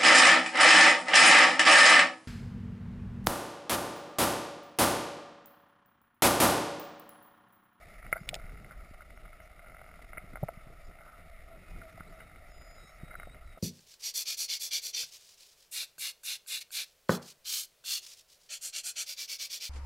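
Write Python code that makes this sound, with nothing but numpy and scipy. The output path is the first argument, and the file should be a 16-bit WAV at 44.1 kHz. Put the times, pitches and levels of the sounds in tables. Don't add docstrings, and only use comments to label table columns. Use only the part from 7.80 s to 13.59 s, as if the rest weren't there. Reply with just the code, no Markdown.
import sys
import numpy as np
from scipy import signal
from scipy.fft import rfft, irfft, next_fast_len
from scipy.io import wavfile
from scipy.ndimage import map_coordinates

SR = 44100
rng = np.random.default_rng(int(sys.argv[2]) if len(sys.argv) > 2 else 0)


def log_audio(samples):
    frames = np.atleast_2d(samples).T
    limited = np.clip(frames, -1, 1)
    pcm = np.round(limited * 32767).astype(np.int16)
    wavfile.write(sys.argv[1], SR, pcm)


N = 255339


def amp(db):
    return 10 ** (np.asarray(db) / 20)


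def unit(x):
    return x / np.sqrt(np.mean(x ** 2) + 1e-20)


def bell(x):
    return np.exp(-.5 * x ** 2)


def shape(points, hz):
    f, db = np.transpose(points)
    return amp(np.interp(np.log(hz + 1), np.log(f + 1), db))


def curves(rows):
    s, *columns = np.transpose(rows)
    return [np.interp(np.arange(N) / SR, s, column) for column in columns]


def wobble(rate):
    at = np.linspace(0, N * rate / SR, N // 16)
    coarse = map_coordinates(rng.standard_normal(int(at[-1]) + 4), [at])
    return np.interp(np.arange(N) * rate / SR, at, coarse)


def filtered(x, response):
    m = next_fast_len(N + SR // 2)
    return irfft(rfft(x, m) * response(np.fft.rfftfreq(m, 1 / SR)), m)[:N]


def noise(response):
    return unit(filtered(rng.standard_normal(N), response))


def contacts(rows, scuff_db=-10.5, scuff_s=0.0063):
    half = SR // 25
    t = np.arange(-half, half) / SR
    out = np.zeros(N + SR)
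    for s, db, hz, cycles in rows:
        push = amp(db) * bell(t * hz / cycles) * np.sin(2 * np.pi * hz * t)
        scuff = rng.standard_normal(half) * np.exp(-t[half:] / scuff_s)
        tail = signal.fftconvolve(push, scuff / np.linalg.norm(scuff))[:len(t)]
        out[round(s * SR):][:len(t)] += push + amp(scuff_db) * tail
    return out[half:half + N]


def tone(start, end, hz, db, waver, flutter_db, fade_s=0.0074):
    t = np.arange(N) / SR
    gate = np.clip(np.minimum(t - start, end - t) / fade_s, 0, 1)
    phase = 2 * np.pi * np.cumsum(hz * (1 + waver * wobble(150))) / SR
    return gate * amp(db + flutter_db * wobble(45)) * np.sqrt(2) * np.sin(phase)


def glide(start, length, db, pitches, edge_db, waver, flutter_db):
    u = np.clip(2 * (np.arange(N) / SR - start) / length - 1, -1, 1)
    first, middle, last = pitches
    slope = (last - first) / 2
    bend = (first + last) / 2 - middle
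    hz = middle + slope * u + bend * u ** 2
    return tone(start, start + length, hz, db - edge_db * u ** 2, waver, flutter_db)


def wall(x, edge_hz=2480, order=10):
    return signal.sosfilt(signal.butter(order, edge_hz, fs=SR, output="sos"), x)


def housing(x, round_trip_hz=657, stretch=0.944, echo=0.36, ring=0.49):
    def response(hz):
        trip = np.exp(-2j * np.pi * (hz / round_trip_hz) ** stretch)
        return (1 + echo * trip) / (1 - ring * trip)
    return filtered(x, response)


# [t/s, level/dB of the pulse scale, f/Hz, Gaussian half length/cycles]
HARD_KNOCKS = [ (.2654, -23.5, 1010, 0.083), (.3277, -13, 1880, 0.53), (.328, -24.5, 364, 0.23),
               (.3593, -33.5, 630, .25), (.3669, -28, 950, 0.19), (.5317, -37.5, 640, 0.82),
               (.5445, -35, 600, 0.24), (.5615, -36.5, 610, 0.37), (.8458, -37, 2240, 0.56),
               (1.2073, -41, 1370, 0.95), (1.7932, -32.5, 1250, .14), (1.8719, -32, 890, 0.099),
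               (2.0156, -35.5, 890, .23), (2.1925, -41, 880, 0.26), (2.244, -28, 900, 0.067),
               (2.3323, -25.5, 960, 0.12), (2.3727, -31, 1690, 0.38), (2.3758, -31, 1680, .41),
               (2.3807, -28, 2120, 0.83), (2.5568, -27.5, 1420, 0.3), (2.5714, -29.5, 830, 0.15),
               (2.6309, -24.5, 415, 0.24), (2.636, -26.5, 646, 0.32), (2.6845, -23.5, 900, 0.12),
               (2.6891, -25.5, 734, 0.27), (4.0167, -38.5, 1710, 0.53), (4.0209, -41, 1460, 0.57),
               (4.179, -37, 440, 0.16), (4.2072, -34, 1350, 0.51), (5.342, -33, 1250, 0.24),
               (5.3537, -33.5, 1550, .9), (5.3986, -29, 1790, 0.34), (5.4322, -34.5, 1570, .67),
               (5.4729, -32.5, 340, .17), (5.7747, -40.5, 500, 0.23)]
# [t/s, level/dB of the pulse scale, Gaussian half length/cycles]
GRIP_BUMPS = [(.416, -37.5, .65), (0.644, -42.5, .27), (1.113, -37, 0.16), (2.379, -30.5, 0.1),
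              (2.4425, -35, .16), (2.5384, -32, 0.15), (2.634, -24, 0.59), (2.776, -41, 0.39),
              (2.872, -39.5, 0.23), (2.903, -36, 0.13), (4.149, -43, 0.42), (4.207, -34, 0.18),
              (5.2359, -26.5, .22)]


def handling(bump_hz=161.3):
    bumps = [(s, db, bump_hz, cycles) for s, db, cycles in GRIP_BUMPS]
    return contacts(HARD_KNOCKS) + contacts(bumps)


# [t/s, level/dB before gain and colour, decay time constant/s]
CASE_SNAPS = [(0.4907, -22, 0.003), (0.5433, -26, 0.0023), (0.5529, -30.5, 0.0027)]
# [f/Hz, level/dB]
SNAP_SPECTRUM = [(600, -41), (1800, -5.5), (2400, 2.5), (3200, 1.5), (3750, 5), (4400, -5), (5200, 1),
                 (5900, -11)]


def snaps(gain_db=19.6, rattle_db=-2):
    t = np.arange(SR // 25) / SR
    out = np.zeros(N)
    for s, db, decay_s in CASE_SNAPS:
        crack = t == 0
        rattle = rng.standard_normal(len(t)) * np.exp(-t / decay_s)
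        rattle = rattle / np.linalg.norm(rattle)
        out[round(s * SR):][:len(t)] += amp(db) * (crack + amp(rattle_db) * rattle)
    return amp(gain_db) * filtered(out, lambda hz: shape(SNAP_SPECTRUM, hz))


# [t/s, Gaussian half length/s, level/dB, f/Hz at the centre of the friction]
CASE_RUBS = [(0.368, 0.019, -46.5, 1510), (0.927, 0.028, -55.5, 1400), (2.373, 0.035, -63, 1490),
             (3.295, 0.059, -55.5, 1220), (4.411, 0.013, -55.5, 1800), (5.32, .014, -52.5, 1650)]


def rubs(grain_db=5.0, spread=0.32):
    t = np.arange(N) / SR
    out = np.zeros(N)
    for s, half_s, db, pitch_hz in CASE_RUBS:
        friction = noise(lambda hz: bell((hz / pitch_hz - 1) / spread))
        grainy = friction * amp(grain_db * wobble(300))
        out += amp(db) * bell((t - s) / half_s) * unit(housing(grainy))
    return out


# [start t/s, length/s, level/dB at the middle]
CASE_HUMS = [(3.678, 0.1, -54.5), (3.972, 0.15, -55), (4.277, 0.16, -60.5)]


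def hums(middle_hz=652, sag_hz=24, edge_db=10.5):
    pitches = middle_hz + sag_hz, middle_hz, middle_hz - sag_hz
    return sum(glide(s, length, db, pitches, edge_db, waver=0.0198, flutter_db=0.5)
               for s, length, db in CASE_HUMS)


# [start t/s, end t/s, rate/ticks per s, level/dB of the pulse scale before scatter, f/Hz]
TICK_TRAINS = [(0.405, .80, 38, -37, 1930), (1.144, 1.75, 13, -37, 1480), (1.822, 2.16, 41, -37.5, 1480)]


def trains(jitter=.06, scatter_db=1.5, cycles=0.18):
    rows = []
    for start, end, rate, db, hz in TICK_TRAINS:
        even_s = np.arange(start, end, 1 / rate)
        late, loud = rng.standard_normal((len(even_s), 2)).T
        times = even_s + jitter * late / rate
        rows += [(s, db + scatter_db * extra, hz, cycles) for s, extra in zip(times, loud)]
    return contacts(rows)


def sea_paths(x, late_db=-3, spread_s=0.0081):
    t = np.arange(SR // 10) / SR
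    tail = rng.standard_normal(len(t)) * np.exp(-t / spread_s)
    late = signal.fftconvolve(x, tail / np.linalg.norm(tail))[:N]
    return unit(x + amp(late_db) * late) * x.std()


# [start t/s, length/s, level/dB at the middle before gain, f/Hz at start, f/Hz at middle, f/Hz at end]
FAR_WHISTLES = [(.345, .14, -70, 4350, 5100, 5600), (.75, .07, -76, 5200, 4950, 4700),
                (.85, .07, -78, 4350, 4530, 4680), (1.07, .05, -77, 4360, 4570, 4740),
                (1.34, .06, -78, 5100, 5450, 5700), (1.61, .06, -72, 5350, 5680, 5950),
                (2.59, .07, -77, 5500, 5800, 5950), (3.04, .045, -65.5, 4550, 5150, 5300),
                (3.74, .31, -70.5, 2520, 2500, 2390), (4.09, .055, -76, 6000, 5680, 5250),
                (4.26, .1, -72, 3400, 4800, 6000), (4.33, .2, -76.5, 3780, 3770, 3720),
                (4.97, .15, -68.5, 3890, 3840, 3910), (5.19, .18, -71.5, 3810, 3800, 3950),
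                (5.36, .14, -69.5, 3930, 3810, 3760), (5.47, .075, -66, 3780, 3740, 3960),
                (5.65, .14, -72.5, 4000, 3800, 3700)]
# [t/s, f/Hz, level/dB before gain]
NEAR_WHISTLE = [(4.67, 5750, -82), (4.72, 5090, -70), (4.78, 4990, -68), (4.94, 5015, -67),
                (5.04, 5130, -70), (5.085, 5310, -69), (5.15, 5420, -76), (5.19, 5950, -80)]


def dolphins(near_gain_db=1.0, far_gain_db=0.7, edge_db=5.5):
    far = sum(glide(s, length, db + far_gain_db, pitches, edge_db, waver=0.00514, flutter_db=1.0)
              for s, length, db, *pitches in FAR_WHISTLES)
    start, end = NEAR_WHISTLE[0][0], NEAR_WHISTLE[-1][0]
    hz, db = curves(NEAR_WHISTLE)
    near = tone(start, end, hz, db + near_gain_db, waver=0.0023, flutter_db=1.0)
    return sea_paths(far) + near


# [t/s, Gaussian half length/s, flow level/dB before gain]
CASE_SURGES = [(0.302, 0.046, -44), (0.684, 0.094, -42), (1.003, .04, -45), (2.63, 0.086, -50),
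               (3.073, 0.029, -46), (3.392, 0.023, -54), (3.946, 0.052, -45), (5.41, 0.095, -49),
               (5.682, 0.042, -46)]
DRIFT_DB = -53


def flow(sway_db=3.1):
    t = np.arange(N) / SR
    swells = sum((amp(db) * bell((t - s) / half_s)) ** 2 for s, half_s, db in CASE_SURGES)
    drift = amp(DRIFT_DB + sway_db * wobble(6.07))
    return np.sqrt(drift ** 2 + swells)


# [t/s, slosh level/dB, wash level/dB]
SEA_LEVELS = [(0.0, -65, -55.5), (0.55, -58.5, -57.5), (1.19, -64.5, -58.5), (1.64, -66, -58.5),
              (2.66, -62.5, -58.5), (3.13, -67, -58.5), (3.72, -65, -57.5), (4.18, -61, -57),
              (4.53, -63.5, -58), (5.05, -68, -57.5), (5.4, -60, -57.5), (5.79, -66.5, -60)]
# [f/Hz, width/Hz, relative level/dB per Hz]
SEA_BANDS = [(663, 100, 2), (1309, 137, 0), (2060, 295, -2.5), (2684, 430, -15), (3680, 505, -18.5),
             (5090, 1050, -20.5)]
# [f/Hz, level/dB per Hz]
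RUMBLE_SPECTRUM = [(8, -16), (20, -0.5), (38, -4), (55, -8), (90, -20.5), (150, -49), (400, -120)]
# [f/Hz, level/dB per Hz]
SLOSH_SPECTRUM = [(40, -28), (90, 0), (170, 0), (230, -7), (380, -9.5), (480, -10), (800, -19), (2000, -35)]


def water(rumble_gain_db=-1.3, slosh_gain_db=1, wash_gain_db=-0.47):
    slosh_db, wash_db = curves(SEA_LEVELS)
    rumble = amp(rumble_gain_db) * flow() * noise(lambda hz: shape(RUMBLE_SPECTRUM, hz))
    slosh_level = amp(slosh_db + slosh_gain_db + 3.5 * wobble(30))
    slosh = slosh_level * noise(lambda hz: shape(SLOSH_SPECTRUM, hz))
    wash = np.zeros(N)
    for centre, width, db in SEA_BANDS:
        band = noise(lambda hz: (1 + ((hz - centre) / (1.136 * width)) ** 2) ** -1.5)
        wash += amp(db + 1.32 * wobble(14)) * np.sqrt(width) * band
    wash = unit(wash * amp(1.97 * wobble(140)))
    return rumble + slosh + amp(wash_db + wash_gain_db) * wash


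def eddies(level_db=-74, grows=1.7, centre_hz=80, spread=0.24):
    strength = (flow() / amp(DRIFT_DB)) ** grows
    return amp(level_db) * strength * noise(lambda hz: bell((hz / centre_hz - 1) / spread))


def crackle(count=130, spread_db=3.5, pitch_hz=1550, over_wash_db=10, pitch_spread=.1):
    s = rng.uniform(0, N / SR, count)
    _, wash_db = curves(SEA_LEVELS)
    extra_db = spread_db * np.minimum(rng.exponential(size=count), 2.5)
    db = wash_db[(s * SR).astype(int)] + over_wash_db + extra_db
    hz = pitch_hz * np.exp(pitch_spread * rng.standard_normal(count))
    cycles = rng.uniform(0.075, 0.36, count)
    return contacts(np.transpose([s, db, hz, cycles]))


def scene():
    through_wall = housing(wall(handling() + trains() + crackle()))
    case = through_wall + rubs() + snaps() + hums()
    mono = case + dolphins() + water() + eddies()
    return np.array([mono, mono])


def record(dry, top_hz=15500):
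    slow = signal.resample_poly(dry, 40, 147, axis=1, window=("kaiser", 3))
    steps = np.repeat(slow, 8, axis=1)
    held = signal.resample_poly(steps, 147, 320, axis=1)
    return np.array([filtered(channel[:N], lambda hz: hz < top_hz) for channel in held])


dry = scene()
out = record(dry)
log_audio(out)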